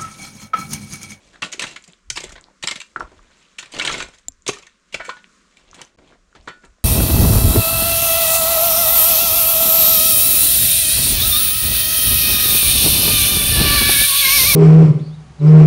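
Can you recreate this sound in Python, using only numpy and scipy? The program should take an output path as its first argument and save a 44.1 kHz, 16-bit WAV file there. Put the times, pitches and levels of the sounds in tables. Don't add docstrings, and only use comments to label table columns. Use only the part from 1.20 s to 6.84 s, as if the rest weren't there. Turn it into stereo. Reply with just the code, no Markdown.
import sys
import numpy as np
from scipy import signal
from scipy.fft import rfft, irfft
from scipy.io import wavfile
from scipy.ndimage import uniform_filter1d

SR = 44100
rng = np.random.default_rng(int(sys.argv[2]) if len(sys.argv) > 2 else 0)


def waveform_to_disk(signal):
    frames = np.transpose(np.atleast_2d(signal))
    scaled = np.clip(frames, -1, 1) * 32767
    samples = np.round(scaled).astype(np.int16)
    wavfile.write(sys.argv[1], SR, samples)


N = 248724
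T = np.arange(N) / SR

# frequency in Hz, relative level in dB (per Hz).
AIR_SPECTRUM = [(59, -25.5), (100, -25.5), (185, 8), (295, -1), (558, -5), (860, -23), (1030, -1),
                (1310, -1.5), (3050, -12), (6990, -9.5), (9210, -18.5), (10200, -26.5), (16000, -57)]
AIR_DB = -63

# peak time in seconds, level in dB.
WIND_PUFFS = [(.07, -57), (.42, -54), (0.914, -40.5), (1.09, -43.5), (1.45, -52), (1.84, -40.5),
              (1.97, -44.5), (2.581, -45), (2.72, -42), (2.82, -43.5), (3.09, -51), (3.29, -51),
              (3.75, -51.5), (4.48, -57.5), (4.8, -55.5), (4.98, -56), (5.199, -50), (5.471, -57)]
PUFF_RISE_DB_S, PUFF_FALL_DB_S = 397.5, 135.5
BREEZE_DB = -70.5

# fullest moment in seconds, swell in seconds,
# fade in seconds, level in dB, brightness in dB per band step, thud against the level in dB.
DIRT_SLIDES = [(.08, 0.56, 0.19, -56, 5.5, 2.5), (.35, .08, 0.11, -50.5, -5, 3.5),
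               (.45, 0.12, 0.18, -42, 3.5, -5), (.7, 0.077, 0.12, -55.5, -1, -4),
               (1.07, 0.12, 0.14, -47, -8, -2), (1.3, 0.2, 0.063, -69, -13, 17.5),
               (1.66, 0.17, 0.45, -61, 7, -7.5), (1.85, 0.12, 0.45, -61, -10.5, 10.5),
               (2.2, 0.68, 0.48, -55.5, 1, -10), (2.7, 0.18, 0.18, -30.5, -2.5, -6),
               (2.95, 0.087, 0.1, -58, 8, -7.5), (3.361, .06, 0.2, -48.5, -2, -13),
               (3.9, 0.18, 0.09, -45, 2.5, -4), (4.15, 0.14, 0.12, -66, 12.5, -7),
               (4.4, 0.28, 0.17, -56, -0.5, -3.5), (4.605, 0.15, 0.093, -45.5, -4, 2),
               (4.89, 0.22, 0.1, -56.5, -1, 9.5), (5.3, 0.3, 0.31, -59.5, 4, 6.5)]
SLIDE_EDGE_DB = -18

GRIT_BANDS = [(920, 2000), (120, 720), (2000, 4500), (4500, 15000)]
BAND_LENGTHS = [0.78, 1.09, 0.73, 0.6]
FLANK_DB = -5.5
PEBBLES_PER_S, PEBBLE_DB, PEBBLE_T60_S = 50, -4, .014

# start in seconds, clink level in dB, brightness in dB per
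# band step, thud against the clink in dB, pitch of the loudest stone in Hz, rise in seconds,
# basic crunch time (to -60 dB) in seconds.
BLOW_LIST = [(0.131, -48.5, -1.5, -0.5, 1650, 0.0013, 0.35), (0.219, -18.5, -0.5, -9, 1810, 0.0043, 0.15),
             (0.235, -34.5, 6.5, -7.5, 2960, 0.00056, 0.25), (0.317, -33.5, 11, -24, 3880, 0.0027, 0.072),
             (0.325, -21.5, 5.5, -17, 6930, 0.0035, 0.085), (0.394, -17, 8.5, -11.5, 2786, 0.00087, 0.059),
             (0.408, -27, -1, -5, 2620, 0.00063, 0.13), (0.419, -19, 4.5, -18, 1790, 0.002, 0.13),
             (0.436, -27.5, -8, -4, 1090, 0.002, 0.058), (0.467, -34.5, 4.5, -10.5, 2800, 0.0011, 0.27),
             (0.506, -37.5, 4, -4.5, 2850, 0.0057, 0.16), (0.559, -25, 0.5, -17, 2250, 0.0043, 0.066),
             (0.639, -45, 14.5, -30, 3150, 0.0014, 0.074), (0.677, -47.5, 15, 1, 7310, 0.00099, 0.079),
             (0.901, -13.5, 9.5, -22.5, 6100, 0.0017, 0.048), (0.956, -22, 4.5, -14.5, 5040, 0.0034, 0.11),
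             (0.97, -14.5, 2.5, -21, 2380, 0.0038, 0.066), (1.002, -27.5, 9.5, -7.5, 6650, 0.0047, 0.085),
             (1.034, -26, 9, -3.5, 3400, 0.0046, 0.09), (1.092, -40, 8.5, -15, 1950, 0.0005, 0.13),
             (1.119, -37.5, 11.5, 0, 6900, 0.0036, 0.086), (1.155, -40, -4, -0.5, 1060, 0.00079, 0.12),
             (1.178, -42, -10, -9, 1624, 0.0014, 0.062), (1.426, -22.5, 4, -26, 1850, 0.0013, 0.052),
             (1.436, -17.5, 4.5, -8, 3800, 0.00089, 0.065),
             (1.473, -12.5, 2.5, -26.5, 5430, 0.00015, 0.027),
             (1.484, -16.5, 1.5, -21, 3140, 0.00054, 0.066), (1.51, -16.5, 3, -13, 2130, 0.0014, 0.079),
             (1.556, -24.5, 4.5, -13, 3780, 0.0023, 0.1), (1.601, -31, 8.5, -34, 3580, 0.00077, 0.086),
             (1.614, -29, 0.5, -37, 2730, 0.00078, 0.053), (1.761, -46, -20.5, 15.5, 1900, 0.0027, 0.11),
             (1.796, -41.5, 10.5, 13, 890, 0.0015, 0.082), (1.814, -52.5, -15, 12, 900, 0.0044, .2),
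             (1.916, -50, 2, 13.5, 1580, 0.0011, 0.063), (2.383, -25, 6.5, -18, 2940, 0.0029, 0.12),
             (2.425, -32.5, 0, -12.5, 1900, 0.0025, 0.13), (2.457, -35.5, 3, -13, 1774, 0.0022, 0.046),
             (2.518, -32.5, 6, -23.5, 4740, 0.0047, 0.15), (2.536, -33.5, 1.5, 0, 4260, 0.0012, 0.66),
             (2.565, -33, -3, -4, 2800, 0.00077, 0.1), (2.584, -20.5, 4, -22, 1770, 0.0075, 0.074),
             (2.593, -17.5, -1.5, -24, 1473, 0.005, 0.092), (2.618, -23, 1, -13, 2710, 0.0026, 0.09),
             (2.648, -18, 4.5, -13, 1470, 0.0025, 0.13), (2.674, -18, 3.5, -4, 3180, 0.0012, 0.064),
             (2.691, -17, 0, -18, 2250, 0.0055, 0.064), (2.712, -26.5, 6, -8, 2460, 0.0005, 0.13),
             (2.722, -29.5, 10.5, -1, 7100, 0.0022, 0.09), (2.74, -24.5, -0.5, -6, 2220, 0.001, 0.19),
             (2.772, -29, 4.5, -7, 2160, 0.0075, 0.27), (2.8, -20, -4.5, -12.5, 1360, 0.0027, 0.074),
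             (2.82, -26.5, 5.5, -19, 1376, 0.0043, 0.084), (2.883, -40, 12, 0.5, 1360, 0.0044, 0.034),
             (2.984, -47.5, 8.5, -15.5, 6450, 0.00098, 0.067),
             (3.264, -23.5, 3.5, -11.5, 3520, 0.0023, 0.11), (3.278, -19.5, 12.5, -14, 6500, 0.001, 0.11),
             (3.293, -20.5, -6.5, -0.5, 3180, 0.00038, 0.032), (3.331, -36.5, 6.5, -8.5, 1830, 0.0017, 0.3),
             (3.384, -39.5, 13.5, -7, 7240, 0.003, 0.038), (3.423, -47, 5, -6.5, 1127, 0.0014, 0.13),
             (3.466, -39, 4.5, -17.5, 1815, 0.003, 0.065), (3.725, -37, 4, -8, 2800, 0.001, 0.31),
             (3.742, -17, 1, -8, 2340, 0.0015, 0.059), (3.796, -33.5, -13, -6, 1280, 0.0042, 0.11),
             (3.845, -40, 10, -10, 1740, 0.0031, 0.22), (3.892, -28, -6, -7.5, 1290, 0.0011, 0.073),
             (3.967, -42.5, -7.5, -8.5, 1720, 0.00086, 0.15), (4.37, -38.5, 4, -17, 2440, 0.00081, 0.02),
             (4.544, -41, 12.5, -5, 3450, 0.00063, 0.072), (4.585, -42.5, -7, -0.5, 1010, 0.002, 0.14),
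             (4.615, -28.5, 10, -6.5, 6030, 0.00073, 0.037), (4.784, -53, -6, 8, 966, 0.0011, 0.081),
             (4.921, -53, -12.5, 6, 1380, 0.0023, 0.13), (5.149, -42.5, -4.5, 2, 1300, 0.0032, 0.16),
             (5.274, -32, -16, 1.5, 1870, 0.00069, 0.077), (5.283, -36.5, 3.5, -16, 1290, 0.0013, 0.071),
             (5.433, -55, -17, 11.5, 990, 0.0019, 0.14), (5.448, -47, 11, -6, 2660, 0.0016, 0.063)]
BLOW_LUMPS_DB = 2.0
CRACK_DB, CRACK_T60_S = -4.5, 0.0043
CRUNCH_BEND = 1.116
STONE_DB = 4.5
STONE_WIDTH, STONE_T60 = 0.041, 0.41

# frequency in Hz, relative level in dB,
# ring time in seconds before dirt shortens it.
BLADE_MODES = [(641, -10, .2), (845, -12, .35), (1023, -8, .2), (1260, -3, .14), (1365, -3, .28),
               (1464, -1, .5), (1566, -8, .24), (1755, -9, .36), (1846, -6, .24), (2013, -7, .16),
               (2264, -1, .24), (2417, -8, .2), (2635, -8, .2), (2920, -10, .17), (3063, -7, .12),
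               (3130, -10, .2), (3451, -12, .23), (3760, -13, .26), (4258, -15, .17), (4414, -7, .27),
               (4720, -12, .16), (5560, -14, .15), (6449, -17, .2), (7181, -13, .14)]
BURIED_T60, BURIED_DB = 0.08, -46.5
WANDER_DB = 9.5
LAID_DOWN_S = 4.2

# start in seconds, level in dB,
# pitch in Hz, fade time in seconds.
STONE_KNOCKS = [(0.158, -12.5, 1630, 0.0037), (.343, -18.5, 393, 0.023), (.38, -20, 397, 0.022),
                (.624, -31, 7360, 0.0051), (0.646, -28, 4830, 0.0065), (0.2284, -6.5, 2710, 0.028),
                (.232, -10.5, 1140, 0.02), (.235, -20, 175, 0.085), (.682, -30, 170, 0.075),
                (.9012, 1, 5700, 0.0039), (.91, -27, 115, .12), (0.725, -25, 7800, 0.0017),
                (.734, -15, 3430, 0.0021), (1.038, -13, 404, 0.022), (1.211, -15, 7700, 0.0011),
                (1.241, -14.5, 4320, 0.0022), (1.284, -27, 880, 0.011), (1.7608, 2.5, 1390, 0.0091),
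                (1.8065, 0, 1340, 0.0095), (1.8105, -1, 1024, 0.0081), (1.992, -28, 1165, 0.014),
                (2.597, -5, 2990, 0.017), (2.621, -9.5, 2690, .015), (2.65, -8, 3200, .015),
                (2.6765, -6.5, 3120, .018), (2.677, -10.5, 2180, .02), (2.682, -12, 1695, 0.038),
                (2.694, -6.5, 3300, .008), (2.7, -14.5, 1200, .04), (2.741, -14, 2250, 0.038),
                (3.121, -26, 6100, 0.0027), (3.222, -28, 6950, 0.0023), (3.288, -2, 409, 0.052),
                (3.289, -7.5, 1137, 0.03), (3.37, -25, 1230, 0.028), (3.285, -12.5, 137, 0.066),
                (3.744, -16.5, 178, 0.04), (3.745, -8.5, 606, 0.012), (3.802, -17, 663, 0.04),
                (3.882, -18, 498, 0.055), (3.891, -8.5, 1030, 0.026), (4.043, 5, 2530, 0.00091),
                (4.093, -34, 1340, 0.0089), (4.513, -18.5, 5940, 0.002), (4.531, -18.5, 1190, 0.0077),
                (4.595, -28, 476, .03), (4.61, -20.5, 940, 0.018), (4.650, -21, 6030, 0.0022),
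                (5.128, -28.5, 1430, 0.0066), (5.211, -27, 4600, 0.0023), (5.276, -20.5, 436, 0.036),
                (5.282, -21, 1080, 0.033), (5.305, -27, 2000, .02), (5.583, -31.5, 608, 0.01)]

# start in seconds, level in dB, centre of the ring in Hz,
# spread in octaves, share of the free ring time, tone in Hz weakened by a hit on its still point.
BLADE_CLINKS = [(0.222, -25, 2400, 0.93, 0.52, 2264), (.396, -27, 2700, 0.54, 0.41, 2264),
                (.562, -34, 2300, .6, 0.28, 2417), (.902, -27.5, 3000, 0.78, .35, 2264),
                (1.473, -26, 2800, 0.54, .4, 2264), (1.603, -33, 3200, 0.61, .4, 2264),
                (1.798, -22.5, 5460, .12, 0.65, 4720), (2.385, -29, 3800, 1.05, 0.53, 2264),
                (2.427, -34, 2200, 0.39, .5, 2264), (2.598, -23, 1800, .8, .35, 2264),
                (2.676, -21, 1900, .6, .3, 1464), (2.695, -22, 1700, 0.58, 0.4, 1464),
                (2.74, -27, 2300, .4, .3, 2013), (2.805, -23, 1500, .5, .35, 2264),
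                (3.47, -37, 1940, 0.23, 0.32, 2264), (3.744, -27, 2300, 0.54, .35, 2417),
                (3.803, -26.5, 1900, .7, 0.6, 1365), (3.848, -30.5, 2190, 0.64, 0.76, 1464),
                (3.892, -25, 1400, 1.1, 0.56, 1755), (5.274, -32, 1290, 0.92, .9, 2264),
                (5.285, -30.5, 3120, 0.54, 0.88, 2264)]
CLINK_RISE_S, NODE_DB = .003, -13.5

ROCK_T60_S, ROCK_DB = 0.19, -8.5
ROCK_LOW_HZ = 410
CLINK_ECHO = .25

# start in seconds, level in dB,
# left minus right in dB.
LEFT_TICK = (3.084, -22, 6.7)
# frequency in Hz, relative level in dB, ring time in seconds before damping.
TICK_MODES = [(7300, 10.5, 0.017), (7360, -28, 0.19), (3900, -3.5, 0.0084), (5130, 5, 0.0013),
              (730, -12.5, 0.024), (263, -21, 0.1), (12560, -20, 0.029)]

# frequency in Hz, level in dB.
PHONE_TONE = [(100, -6), (800, -7), (1500, -5), (3200, -5), (5000, -7.5), (7200, -1.5), (8500, -7.5),
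              (10500, -17), (13000, -33.5), (16000, -35)]
# frequency in Hz, left minus right in dB, left lead in radians.
LEFT_LEAN = [(200, -.6, 0), (1200, -1.7, -.25), (3200, -1.2, -.62), (6800, .5, -.4), (10400, 2.5, 0.5),
             (11900, 1, -1.6), (13500, 3, 2)]
# start in seconds, end in seconds, fade in seconds.
SILENCE = (4.762, 4.773, 0.0012)
TOP_HZ = 16000


def undb(db):
    return 10 ** (np.asarray(db) / 20)


def unit(x):
    return x / np.sqrt(np.mean(x ** 2, axis=-1, keepdims=True))


def band(x, lo_hz, hi_hz):
    sos = signal.butter(3, [lo_hz, hi_hz], "bandpass", fs=SR, output="sos")
    return signal.sosfilt(sos, x) * np.sqrt(SR / 2 / (hi_hz - lo_hz))


def on_axis(table, column):
    table = np.array(table)
    bins_hz = np.arange(N // 2 + 1) * SR / N
    return np.interp(np.log(bins_hz + 1), np.log(table[:, 0] + 1), table[:, column])


def walk(rate):
    hold = int(SR / rate)
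    steps = np.repeat(rng.standard_normal(N // hold + 1), hold)
    return uniform_filter1d(steps, hold)[:N]


def resonance(hz, t60):
    r = 1000 ** (-1 / (t60 * SR))
    return [1, -2 * r * np.cos(2 * np.pi * hz / SR), r * r]


def ring(x, modes, damp, wander_db):
    out = 0
    for k, (hz, db, t60) in enumerate(modes):
        fed = x * undb(db + wander_db * walk(40))
        tone = signal.lfilter([1], resonance(hz, t60 * damp), fed)
        out = out + (-1) ** k * np.sin(2 * np.pi * hz / SR) * tone
    return out


def swells(at_s, db, rise_db_s, fall_db_s):
    coarse = T[::64]
    late = coarse - np.asarray(at_s)[:, None]
    rise, fall = np.reshape(rise_db_s, (-1, 1)), np.reshape(fall_db_s, (-1, 1))
    level_db = np.asarray(db)[:, None] + np.where(late < 0, rise, -fall) * late
    return np.interp(T, coarse, np.sqrt(np.sum(undb(2 * level_db), axis=0)))


def colour(db, bright_db, thud_db):
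    return db + FLANK_DB - bright_db, db + thud_db, db, db + FLANK_DB + bright_db


def grit(lumpy_db, spiky_db):
    lumps = lumpy_db * np.clip(walk(300), -2, 2)
    size = spiky_db * np.minimum(rng.exponential(size=N), 6)
    return unit(rng.standard_normal(N) * undb(lumps + size))


def air():
    noise = rfft(rng.standard_normal((2, N)))
    mid, side = irfft(noise * undb(on_axis(AIR_SPECTRUM, 1)), N)
    return undb(AIR_DB + 2.4 * walk(3.0)) * unit(mid + 0.25 * side * np.array([[1], [-1]]))


def wind():
    s, db = np.transpose(WIND_PUFFS)
    gust = swells(s, db, PUFF_RISE_DB_S, PUFF_FALL_DB_S) + undb(BREEZE_DB)
    rumble = signal.butter(1, [22, 55], "bandpass", fs=SR, output="sos")
    low = signal.butter(3, 75, fs=SR, output="sos")
    mid, side = signal.sosfilt(low, signal.sosfilt(rumble, rng.standard_normal((2, N))))
    return gust * undb(2 * walk(14)) * unit(mid + 0.17 * side * np.array([[1], [-1]]))


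def sliding_dirt():
    s, swell_s, fade_s, *levels = np.transpose(DIRT_SLIDES)
    grains, stutter = grit(1.3, 3.67), walk(60)
    lines = []
    for db in colour(*levels):
        drag = swells(s, db, -SLIDE_EDGE_DB / swell_s, -SLIDE_EDGE_DB / fade_s)
        lines.append(drag * undb(stutter + 1.5 * walk(46)) * grains)
    return lines


def pebbles(crunch, lo_hz, hi_hz):
    force, out = np.sqrt(np.abs(uniform_filter1d(crunch ** 2, size=128))), 0
    for hz in np.geomspace(lo_hz * 1.08, min(hi_hz, 9000) * .92, 7):
        hits = (rng.random(N) < PEBBLES_PER_S / SR) * rng.uniform(-0.87, 1, N)
        even, forced = signal.lfilter([1, -1], resonance(hz, PEBBLE_T60_S), [hits, hits * force])
        out = out + forced / np.std(even)
    return undb(PEBBLE_DB) * out / np.sqrt(7)


def blows():
    crunch, t = np.zeros((5, N + SR)), T[:SR // 6]
    grains, crack = grit(BLOW_LUMPS_DB, 1.53), undb(CRACK_DB) * 1000 ** (-t / CRACK_T60_S)
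    for s, clink_db, bright_db, thud_db, stone_hz, rise_s, t60 in BLOW_LIST:
        i = int(s * SR)
        burst = grains[i:i + len(t)]
        for k, db in enumerate(colour(clink_db, bright_db, thud_db)):
            fade = 1000 ** -(t / (t60 * BAND_LENGTHS[k])) ** CRUNCH_BEND
            shape = np.minimum(t / rise_s, 1) * (fade + crack)
            even = np.sqrt(np.sum(shape ** 2) / np.sum((shape * burst) ** 2))
            crunch[k, i:i + len(t)] += undb(db) * even * shape * burst
        shape = shape * 1000 ** (-t / (t60 * STONE_T60))
        stone = signal.lfilter(*signal.iirpeak(stone_hz, 1 / STONE_WIDTH, fs=SR), shape * burst)
        even = np.sqrt(np.sum(shape ** 2) / np.sum(stone ** 2))
        crunch[4, i:i + len(t)] += undb(clink_db + STONE_DB) * stone * even
    return crunch[:, :N]


def shovel():
    crunch, slides = blows(), sliding_dirt()
    out = crunch[4]
    for blow, slide, (lo_hz, hi_hz) in zip(crunch, slides, GRIT_BANDS):
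        grains = band(blow + slide, lo_hz, hi_hz)
        out = out + grains + pebbles(grains, lo_hz, hi_hz)
    buried = ring(out * (T < LAID_DOWN_S), BLADE_MODES, BURIED_T60, WANDER_DB)
    return out + undb(BURIED_DB) * buried


def stones():
    out, t = np.zeros(N + SR), T[:SR // 5]
    for s, db, hz, t60 in STONE_KNOCKS:
        i = int(s * SR)
        fade = 1000 ** (-t / t60)
        overtone = 0.1 * np.sin(2 * np.pi * min(2.1 * hz, 12000) * t) * fade
        tone = np.sin(2 * np.pi * hz * t) + overtone
        rise = np.sin(np.pi / 2 * np.minimum(0.59 * hz * t, 1)) ** 2
        out[i:i + len(t)] += undb(db) * tone * rise * fade
    return out[:N]


def clinks():
    out, t = np.zeros(N + SR), T[:SR // 2]
    hz, mode_db, t60 = np.transpose(BLADE_MODES)[:, :, None]
    spot = rng.standard_normal((len(BLADE_CLINKS), len(BLADE_MODES), 1))
    for (s, db, centre_hz, spread, free, node_hz), chance in zip(BLADE_CLINKS, spot):
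        i = int(s * SR)
        still = hz == hz[np.argmin(np.abs(hz - node_hz))]
        reach = np.exp(-.5 * (np.log2(hz / centre_hz) / spread) ** 2) * np.where(still, undb(NODE_DB), 1)
        size = np.sign(chance) * undb(db + mode_db + np.abs(chance)) * reach
        modes = size * np.sin(2 * np.pi * hz * t + 10 * chance) * 1000 ** (-t / (t60 * free))
        out[i:i + len(t)] += modes.sum(axis=0) * np.minimum(t / CLINK_RISE_S, 1)
    return out[:N]


def overhang(x):
    t = T[:SR // 3]
    tail = rng.standard_normal((2, len(t))) * 1000 ** (-t / ROCK_T60_S) * (t > .002)
    tail = tail + 0.38 * tail[::-1]
    tail = undb(ROCK_DB) * tail / np.sqrt(np.sum(tail ** 2, axis=1, keepdims=True))
    tail = signal.lfilter(*signal.butter(1, ROCK_LOW_HZ, "highpass", fs=SR), tail)
    return signal.fftconvolve(x[None], tail, axes=1)[:, :N]


def tick():
    s, db, pan_db = LEFT_TICK
    hit = np.zeros(N)
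    hit[int(s * SR)] = undb(db)
    return ring(hit, TICK_MODES, 0.8, 0) * undb([[pan_db / 2], [-pan_db / 2]])


def scene():
    dig, blade = shovel() + stones(), clinks()
    near = dig + blade + overhang(dig + CLINK_ECHO * blade)
    half = undb(on_axis(LEFT_LEAN, 1) / 2) * np.exp(.5j * on_axis(LEFT_LEAN, 2))
    ports = rfft(near) * np.array([half, 1 / half]) * undb(on_axis(PHONE_TONE, 1))
    return irfft(ports, N) + tick() + wind() + air()


def record(dry):
    start, end, fade = SILENCE
    level = np.clip(np.maximum(start - T, T - end) / fade, 0, 1)
    low_pass = signal.ellip(10, .2, 70, TOP_HZ, fs=SR, output="sos")
    return signal.sosfilt(low_pass, dry * level)


dry = scene()
out = record(dry)
waveform_to_disk(out)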